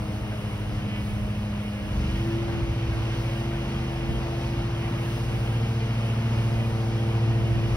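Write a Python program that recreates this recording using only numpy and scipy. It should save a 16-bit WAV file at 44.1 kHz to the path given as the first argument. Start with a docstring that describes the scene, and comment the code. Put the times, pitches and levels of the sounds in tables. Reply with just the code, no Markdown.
"""Ride-on mower and backyard hive.

A mower drones beyond the fence and revs up at about 2 s. Its twin-cylinder exhaust beats against the
tones of the belt-driven blades; the deck roars over a low rumble and dull thumps. Wing beats make the
swarm buzz, leaves hiss, a thin tone hangs far off. Light wind buffets the two ports of a phone."""
import sys
import numpy as np
from scipy import signal
from scipy.fft import rfft, irfft, next_fast_len
from scipy.io import wavfile
from scipy.ndimage import uniform_filter1d

SR = 44100
rng = np.random.default_rng(int(sys.argv[2]) if len(sys.argv) > 2 else 0)


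def materialize(psi):
    """Save the field psi as 16-bit PCM at rate SR to the path in sys.argv[1].

    A 1-D psi becomes a single channel; in a 2-D psi each row is a channel.
    """
    bounded = np.clip(np.atleast_2d(psi).T, -1, 1)
    quanta = np.round(bounded * 32767).astype(np.int16)
    wavfile.write(sys.argv[1], SR, quanta)


N = 342216

# engine run: t/s, four-stroke cycle rate/Hz, exhaust level/dB
ENGINE_RUN = [(0.0, 23.61, -36), (0.35, 23.43, -37), (0.65, 23.1, -35.5), (1.2, 23.31, -34),
              (1.78, 23.14, -39.5), (2.0, 23.65, -31), (2.2, 25, -31.5), (2.4, 25.56, -34.5),
              (3.0, 24.97, -33.5), (3.45, 25.46, -31.5), (4.15, 25.34, -31.5), (4.7, 25.55, -32.5),
              (5.0, 25.42, -31.5), (5.5, 25.6, -32.5), (6.15, 25.45, -33), (6.4, 25.68, -32),
              (6.75, 25.4, -33.5), (7.4, 25.5, -31), (7.76, 25.42, -33)]
# exhaust tones: multiple of the cycle rate, relative level/dB, scatter/dB
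EXHAUST_TONES = [(2, -7, 2), (3.006, -8, 2.5), (4.033, -14, 2.5), (5.004, -0.5, 0.65), (5.99, -9, -1.5),
                 (7.03, -18, 2.5), (8, -9, 0.9), (8.99, -16.5, -0.5), (10.02, -17.5, 1.5),
                 (11.05, -21.5, 2), (16.1, -35, -4), (16.87, -32, -1), (20.02, -23.5, 2), (23.98, -27, 1.5)]
# strong blade tones, swelling as the spindles slip: t/s, level/dB for each of STRONG_ORDERS
STRONG_BLADE_LEVELS = [(0.0, -36, -38, -38.5, -58), (0.4, -36, -38.5, -51.5, -50),
                       (0.65, -33, -38.5, -42.5, -55), (1.05, -34, -33, -47, -54),
                       (1.45, -34, -33.5, -51, -57), (1.85, -40, -35, -47, -58), (2.0, -39, -37, -41, -54),
                       (2.15, -36, -40, -37, -50), (2.3, -28.5, -43, -31, -68), (2.6, -33, -50, -33.5, -55),
                       (2.95, -28.5, -53, -39.5, -46.5), (3.3, -30.5, -42.5, -38.5, -58),
                       (3.65, -43, -41, -36.5, -55), (4.0, -45, -39, -37, -46.5),
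                       (4.25, -39, -39, -37, -45), (4.6, -32, -53, -37, -65), (5.05, -31, -54, -38.5, -48),
                       (5.3, -29, -49, -41, -46.5), (5.65, -26, -38.5, -42, -44),
                       (5.9, -27.5, -38, -45, -45.5), (6.1, -26.5, -37, -45.5, -49),
                       (6.4, -24.5, -38, -42.5, -48), (6.8, -27, -37, -39.5, -45),
                       (7.05, -25, -39, -37.5, -42), (7.4, -24, -42, -37.5, -44),
                       (7.6, -26, -40, -34, -47.5), (7.76, -26, -48, -37, -48)]
# faint blade tones: t/s, level/dB for each of FAINT_ORDERS
FAINT_BLADE_LEVELS = [(0.0, -56, -55, -51, -53, -62), (0.35, -58, -59, -49, -60, -64),
                      (0.55, -61, -55, -61, -62, -64), (0.95, -59, -54, -58, -57, -64),
                      (1.15, -58, -60, -48, -60, -62), (1.45, -58, -55, -50.5, -58, -66),
                      (1.9, -57, -54, -49, -60, -64), (2.15, -58, -57, -60, -60, -64),
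                      (2.5, -43, -49, -62, -58, -60), (3.05, -54, -54, -64, -60, -62),
                      (3.3, -53, -48, -48, -59, -54), (3.7, -42, -51, -52, -55, -59),
                      (4.0, -43, -54, -50.5, -54, -52), (4.4, -49, -50.5, -47, -53, -54),
                      (4.7, -43, -51, -63, -51, -60), (5.15, -45, -58, -60, -58, -62),
                      (5.6, -45.5, -59, -53, -55, -62), (5.95, -49, -53, -49.5, -60, -58),
                      (6.45, -51, -51, -47.5, -56, -52), (6.8, -58, -49.5, -60, -54, -55),
                      (7.3, -57, -55, -46.5, -50, -62), (7.76, -53, -50, -50, -56, -62)]
STRONG_ORDERS, FAINT_ORDERS = (1, 2, 3, 4), (1.5, 5, 6, 7, 8)  # x blade-pass rate
# deck roar: f/Hz, level/dB
ROAR_SPECTRUM = [(120, -10), (200, 2), (300, -1), (450, -1), (700, -2.5), (1000, -5), (1400, -8),
                 (1800, -12.5), (2500, -10.5), (3300, -16), (4200, -30)]
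# narrow rings in the roar: f/Hz, width/Hz, level re roar/dB
ROAR_RINGS = [(1848, 27, -25), (2810, 57, -18)]
# rumble: f/Hz, level/dB
RUMBLE_SPECTRUM = [(25, -26), (35, -6), (45, -1.5), (65, -0.5), (95, -5.5), (150, -8.5), (250, -15.5),
                   (450, -29)]
# rumble: t/s, level/dB
RUMBLE_LEVELS = [(0.0, -38), (1.83, -38.5), (1.99, -30), (2.3, -40), (2.66, -36), (3.05, -32), (3.5, -45),
                 (3.8, -44), (4.0, -52), (4.15, -38), (4.36, -52), (4.62, -37), (4.76, -48), (4.9, -34),
                 (5.05, -46), (5.4, -42), (6.05, -49), (6.55, -40), (7.0, -48), (7.3, -47), (7.5, -35),
                 (7.61, -45), (7.76, -33)]
# dull thumps: peak t/s, level/dB, f/Hz
THUMP_EVENTS = [(1.984, -30, 65), (2.634, -27, 65), (2.706, -27, 60), (2.86, -26, 60), (3.025, -27, 60),
                (3.781, -33, 55), (4.092, -25.5, 70), (4.174, -27, 60), (4.481, -32, 60),
                (4.609, -27.5, 62), (5.391, -32, 60), (6.567, -32, 60), (7.51, -27, 70)]
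# swarm buzz: f/Hz, level/dB
BUZZ_SPECTRUM = [(1200, -19.5), (1800, -6.5), (2250, -1.5), (2600, -1), (2850, 2), (3150, 0), (3400, -5),
                 (4500, -28)]
# swarm stirring as it is handled: t/s, level/dB
SWARM_LEVELS = [(0.0, -50), (0.3, -48), (1.8, -48), (2.25, -46), (3.3, -44.5), (4.0, -45.5), (4.7, -46.5),
                (5.5, -46.5), (6.3, -45), (6.7, -48), (7.76, -45.5)]
# short faint tone flecks at about 2-3 kHz, centred: peak t/s, level/dB, f/Hz
BRIEF_FLECKS = [(3.517, -49, 1900), (4.425, -52, 2600), (4.879, -50, 2350), (5.054, -52, 2825),
                (5.807, -53, 3175), (5.946, -53, 3175), (6.151, -53, 2800), (6.371, -53, 2800),
                (6.65, -49, 2475), (6.954, -50, 2325), (7.308, -50, 2825), (7.588, -49, 2450)]
# hiss: f/Hz, level/dB
HISS_SPECTRUM = [(2500, -12), (3600, 2), (4500, -1), (5300, 0), (6000, -4.5), (7000, -8), (8000, -14),
                 (9500, -24)]
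# sheen, the top of the hiss: f/Hz, level/dB
SHEEN_SPECTRUM = [(5500, -12), (7000, 0), (8000, 0), (9600, -1), (12000, -2.5), (14500, -4.5), (16000, -6)]
# leaves stirring: peak t/s, sheen rise/dB, length/s
LEAF_RUSTLES = [(1.05, 1.5, .2), (2.22, 2, .25), (3.27, 2.5, 0.33), (5.133, 4, 0.28), (5.35, 1.5, .35),
                (6.44, 2.5, 0.37), (6.9, 1, .3), (7.72, 2.5, .15)]
# wind on the ports: t/s, level/dB
WIND_LEVELS = [(0.0, -49), (1.0, -46), (1.2, -43), (1.35, -50), (1.65, -55), (1.8, -46), (2.45, -43),
               (2.6, -38), (2.78, -52), (2.95, -44), (3.15, -50), (3.4, -64), (3.8, -47), (4.0, -45),
               (4.12, -34), (4.3, -49), (4.8, -57), (5.35, -43), (5.8, -58), (6.2, -51), (6.5, -37),
               (6.62, -42), (7.1, -47), (7.5, -33.5), (7.76, -40)]
# wind on the ports: f/Hz, level/dB
WIND_SPECTRUM = [(25, -16), (45, -2), (75, -2.5), (130, -4), (200, -10), (350, -16.5)]
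# distant tone: t/s, relative level/dB
WHINE_LEVELS = [(0.0, -3), (3.0, -2), (4.0, 1), (7.76, 3)]
# port pair: f/Hz, left minus right/dB, coherence/0-1, left lead/rad
PORT_RESPONSE = [(40, -0.5, 1, 0), (120, -0.1, 1, -0.02), (230, -.5, 0.98, 0.09), (350, 0.5, 0.8, 0.5),
                 (520, 4, 0.82, 0.6), (785, 4.5, 0.86, 1.3), (1100, 5.5, 0.66, 0.5), (1480, 3, 0.85, 0.73),
                 (1870, -1.5, 0.48, 1.27), (2290, -1, 0.78, 1.85), (2740, -3.5, 0.73, 2.5),
                 (3170, 0, 0.81, 2), (3540, -0.5, 0.5, 2.5), (4240, 2, 0.8, 1.36), (5360, -1, 0.45, 0.38),
                 (6390, 0, 0.24, 2), (6790, 2, 1, 3.5), (7910, -2.5, 1, 3), (9670, 2, 0.87, 6.5),
                 (11340, -1.5, 0.92, 6.5), (12970, 1, 0.95, 10), (14300, -1, .99, 9.5),
                 (15800, 0, .9, 12.5)]

IDLE_HZ, REVVED_HZ, PASSES_PER_CYCLE = 23.6, 25.2, 4.44
THROTTLE_S, OPENING_S = 1.85, 0.35  # start, duration
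TIME_S = np.arange(N) / SR


def exhaust(cycles, level_db, revs, surge_db=4.5, surge_decay_s=0.5):
    """Unevenly firing twin: no two firings are alike; the two lowest tones bark as it gathers speed."""
    since_open_s = np.maximum(TIME_S - THROTTLE_S - OPENING_S, 0)
    bark_db = surge_db * throttle() * np.exp(-since_open_s / surge_decay_s)
    swell_db = {2: bark_db, 3: bark_db, 6: blend_db(revs, idle_db=1, full_db=-5.5),
                8: blend_db(revs, idle_db=-2.5, full_db=0) + 1.2 * wander(3.01)}
    out = np.zeros(N)
    for order, db, scatter_db in EXHAUST_TONES:
        tone_db = level_db + db + swell_db.get(round(order), 0) + scatter_db * wander(12)
        out += gain(tone_db) * tone(order * cycles)
    return out


def blades(passes, flutter_db=0.7, waver_turns=0.02):
    """Blade-pass tones, shaken by turbulence under the deck; blade speed hunts around the belt's."""
    levels_db = over_time(STRONG_BLADE_LEVELS) + over_time(FAINT_BLADE_LEVELS)
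    out = np.zeros(N)
    for order, db in zip(STRONG_ORDERS + FAINT_ORDERS, levels_db):
        amplitude = gain(db + flutter_db * wander(11))
        out += amplitude * tone(order * (passes + waver_turns * wander(9)))
    return out


def deck_roar(passes):
    """Ringing deck noise: throbs with the blades, grows with the throttle."""
    throb = 1 + 0.05 * tone(passes)
    level_db = blend_db(throttle(), idle_db=-41, full_db=-38) + 0.55 * wander(6)
    broadband = noise(ROAR_SPECTRUM)
    rings = sum(gain(db) * ring(hz, width_hz) for hz, width_hz, db in ROAR_RINGS)
    return gain(level_db) * throb * (broadband + rings)


def rumble():
    """Low noise with an uneven level."""
    return gain(over_time(RUMBLE_LEVELS)[0] + 1.5 * wander(14)) * noise(RUMBLE_SPECTRUM)


def swarm(count=14, sharpness=0.9, fleck_db=-8):
    """Bees near and far: one sharp pressure pulse per wing beat; pitch and level shift as they turn."""
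    pulses = np.zeros((2, N))
    for bee in range(count):
        waver = 0.017 * wander(5)
        nearness_db = 4.2 * wander(16)
        beat_hz = (235 + 22 * rng.standard_normal()) * (1 + waver)
        stroke = np.cos(2 * np.pi * np.cumsum(beat_hz) / SR)
        pulses[bee % 2] += gain(nearness_db) / (1 + sharpness ** 2 - 2 * sharpness * stroke)
    buzz = colour(pulses, BUZZ_SPECTRUM) + gain(fleck_db) * tone_flecks()
    return gain(over_time(SWARM_LEVELS)[0]) * buzz


def tone_flecks(rate_hz=30, length_s=0.03):
    """Brief gliding tone flecks at random pitches, 1.5-3.3 kHz, scattered through the buzz."""
    out = np.zeros((2, N))
    t = np.arange(-2 * length_s, 2 * length_s, 1 / SR)
    for when, pitch, glide, size in rng.random((int(rate_hz * N / SR), 4)):
        hz = 1500 + 1800 * pitch
        start = int(when * (N - len(t)))
        turns = hz * t * (1 + (glide - 0.5) * t)
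        out[0, start:start + len(t)] += size * swell(t, length_s) * np.sin(2 * np.pi * turns)
    return out / out[0].std()


def leaf_hiss(sheen_db=-57.5):
    """Two hiss bands swell as leaves stir; the lower also steps up as the throttle opens."""
    rustle_db = sum(db * swell(TIME_S - peak_s, length_s) for peak_s, db, length_s in LEAF_RUSTLES)
    hiss_db = blend_db(throttle(rise_s=0.1), idle_db=-54, full_db=-50.5)
    hiss = gain(hiss_db + 0.29 * rustle_db + 0.68 * wander(10)) * noise(HISS_SPECTRUM)
    sheen = gain(sheen_db + rustle_db + 0.8 * wander(12)) * noise(SHEEN_SPECTRUM)
    return hiss + sheen


def wind():
    """Gusts buffet each port with its own noise."""
    return gain(over_time(WIND_LEVELS)[0] + 2.0 * wander(20)) * noise(WIND_SPECTRUM)


def distant_whine(hz=764.5, base_db=-57.5):
    """Faint held tone, fading in and out."""
    return gain(base_db + over_time(WHINE_LEVELS)[0] + 2.7 * wander(3.27)) * tone(hz * TIME_S)


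def ports(tones, noise_pair):
    """The phone's body shades and delays each port; noise row 0 is shared, row 1 sets them apart."""
    size = next_fast_len(N)
    pan_db, coherence, lead_rad = over_hz(PORT_RESPONSE)
    coherence = np.clip(coherence, 0, 1)
    side = np.array([[1], [-1]])
    shared, apart = rfft(noise_pair, size)
    diffuse = np.sqrt((1 + coherence) / 2) * shared + side * np.sqrt((1 - coherence) / 2) * apart
    response = gain(side * pan_db / 2) * np.exp(0.5j * side * lead_rad)
    return irfft((rfft(tones, size) + diffuse) * response, size)[:, :N]


def bursts(events, length_s):
    """Short tones that swell and fade around their peaks."""
    out = np.zeros(N)
    for (peak_s, db, hz), phase_turns in zip(events, rng.random(len(events))):
        span = slice(int((peak_s - 2 * length_s) * SR), int((peak_s + 2 * length_s) * SR))
        envelope = np.sqrt(2) * gain(db) * swell(TIME_S[span] - peak_s, length_s)
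        out[span] += envelope * np.sin(2 * np.pi * (hz * TIME_S[span] + phase_turns))
    return out


def throttle(rise_s=OPENING_S):
    """Ramp 0 to 1 from THROTTLE_S."""
    return np.clip((TIME_S - THROTTLE_S) / rise_s, 0, 1)


def blend_db(amount, idle_db, full_db):
    """Level from idle (0) to full (1)."""
    return idle_db + (full_db - idle_db) * amount


def gain(db):
    """Decibels to amplitude."""
    return 10 ** (np.asarray(db) / 20)


def swell(t, length_s):
    """Gaussian, length_s wide at 1/e."""
    return np.exp(-(2 * t / length_s) ** 2)


def over_time(table):
    """Table columns, one value per sample."""
    times_s, *columns = np.transpose(table)
    return [np.interp(TIME_S, times_s, column) for column in columns]


def over_hz(table):
    """Table columns, one value per FFT bin."""
    hz, *columns = np.transpose(table)
    log_bins = np.log(np.maximum(np.fft.rfftfreq(next_fast_len(N), 1 / SR), 1))
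    return [np.interp(log_bins, np.log(hz), column) for column in columns]


def wander(rate_hz):
    """Random steps, smoothed twice; spread near 1."""
    hold = int(SR / rate_hz)
    steps = np.repeat(rng.standard_normal(N // hold + 1), hold)
    return 1.47 * uniform_filter1d(uniform_filter1d(steps, hold), hold)[:N]


def tone(turns):
    """Sine with random start phase, rms 1."""
    return np.sqrt(2) * np.sin(2 * np.pi * (turns + rng.random()))


def colour(pair, spectrum):
    """Two signals shaped by a spectrum, closed an octave beyond its ends; rms 1."""
    closed = [(spectrum[0][0] / 2, -80), *spectrum, (spectrum[-1][0] * 2, -80)]
    size = next_fast_len(N)
    shaped = irfft(rfft(pair, size) * gain(over_hz(closed)[0]), size)[:, :N]
    return shaped / shaped.std()


def noise(spectrum):
    """Two independent noises of one colour."""
    return colour(rng.standard_normal((2, N)), spectrum)


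def ring(hz, width_hz):
    """Two noises through one narrow resonance, rms 1."""
    pair = signal.lfilter(*signal.iirpeak(hz, hz / width_hz, fs=SR), rng.standard_normal((2, N)))
    return pair / pair.std()


def scene():
    """Mower, bees, leaves and wind at the two ports."""
    cycle_hz, exhaust_db = over_time(ENGINE_RUN)
    cycles = np.cumsum(cycle_hz) / SR
    passes = PASSES_PER_CYCLE * cycles
    revs = np.clip((cycle_hz - IDLE_HZ) / (REVVED_HZ - IDLE_HZ), 0, 1)
    peak_revs = np.maximum.accumulate(revs)
    tones = exhaust(cycles, exhaust_db, peak_revs) + blades(passes) + distant_whine()
    thumps = bursts(THUMP_EVENTS, length_s=0.033)
    noise_pair = rumble() + deck_roar(passes) + leaf_hiss() + swarm()
    return ports(tones + thumps, noise_pair) + wind() + bursts(BRIEF_FLECKS, length_s=0.024)


def record(dry):
    """The phone's steep low-pass."""
    cutoff_hz = 15720
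    return signal.sosfilt(signal.ellip(16, 0.3, 70, cutoff_hz, fs=SR, output="sos"), dry)


dry = scene()
out = record(dry)
materialize(out)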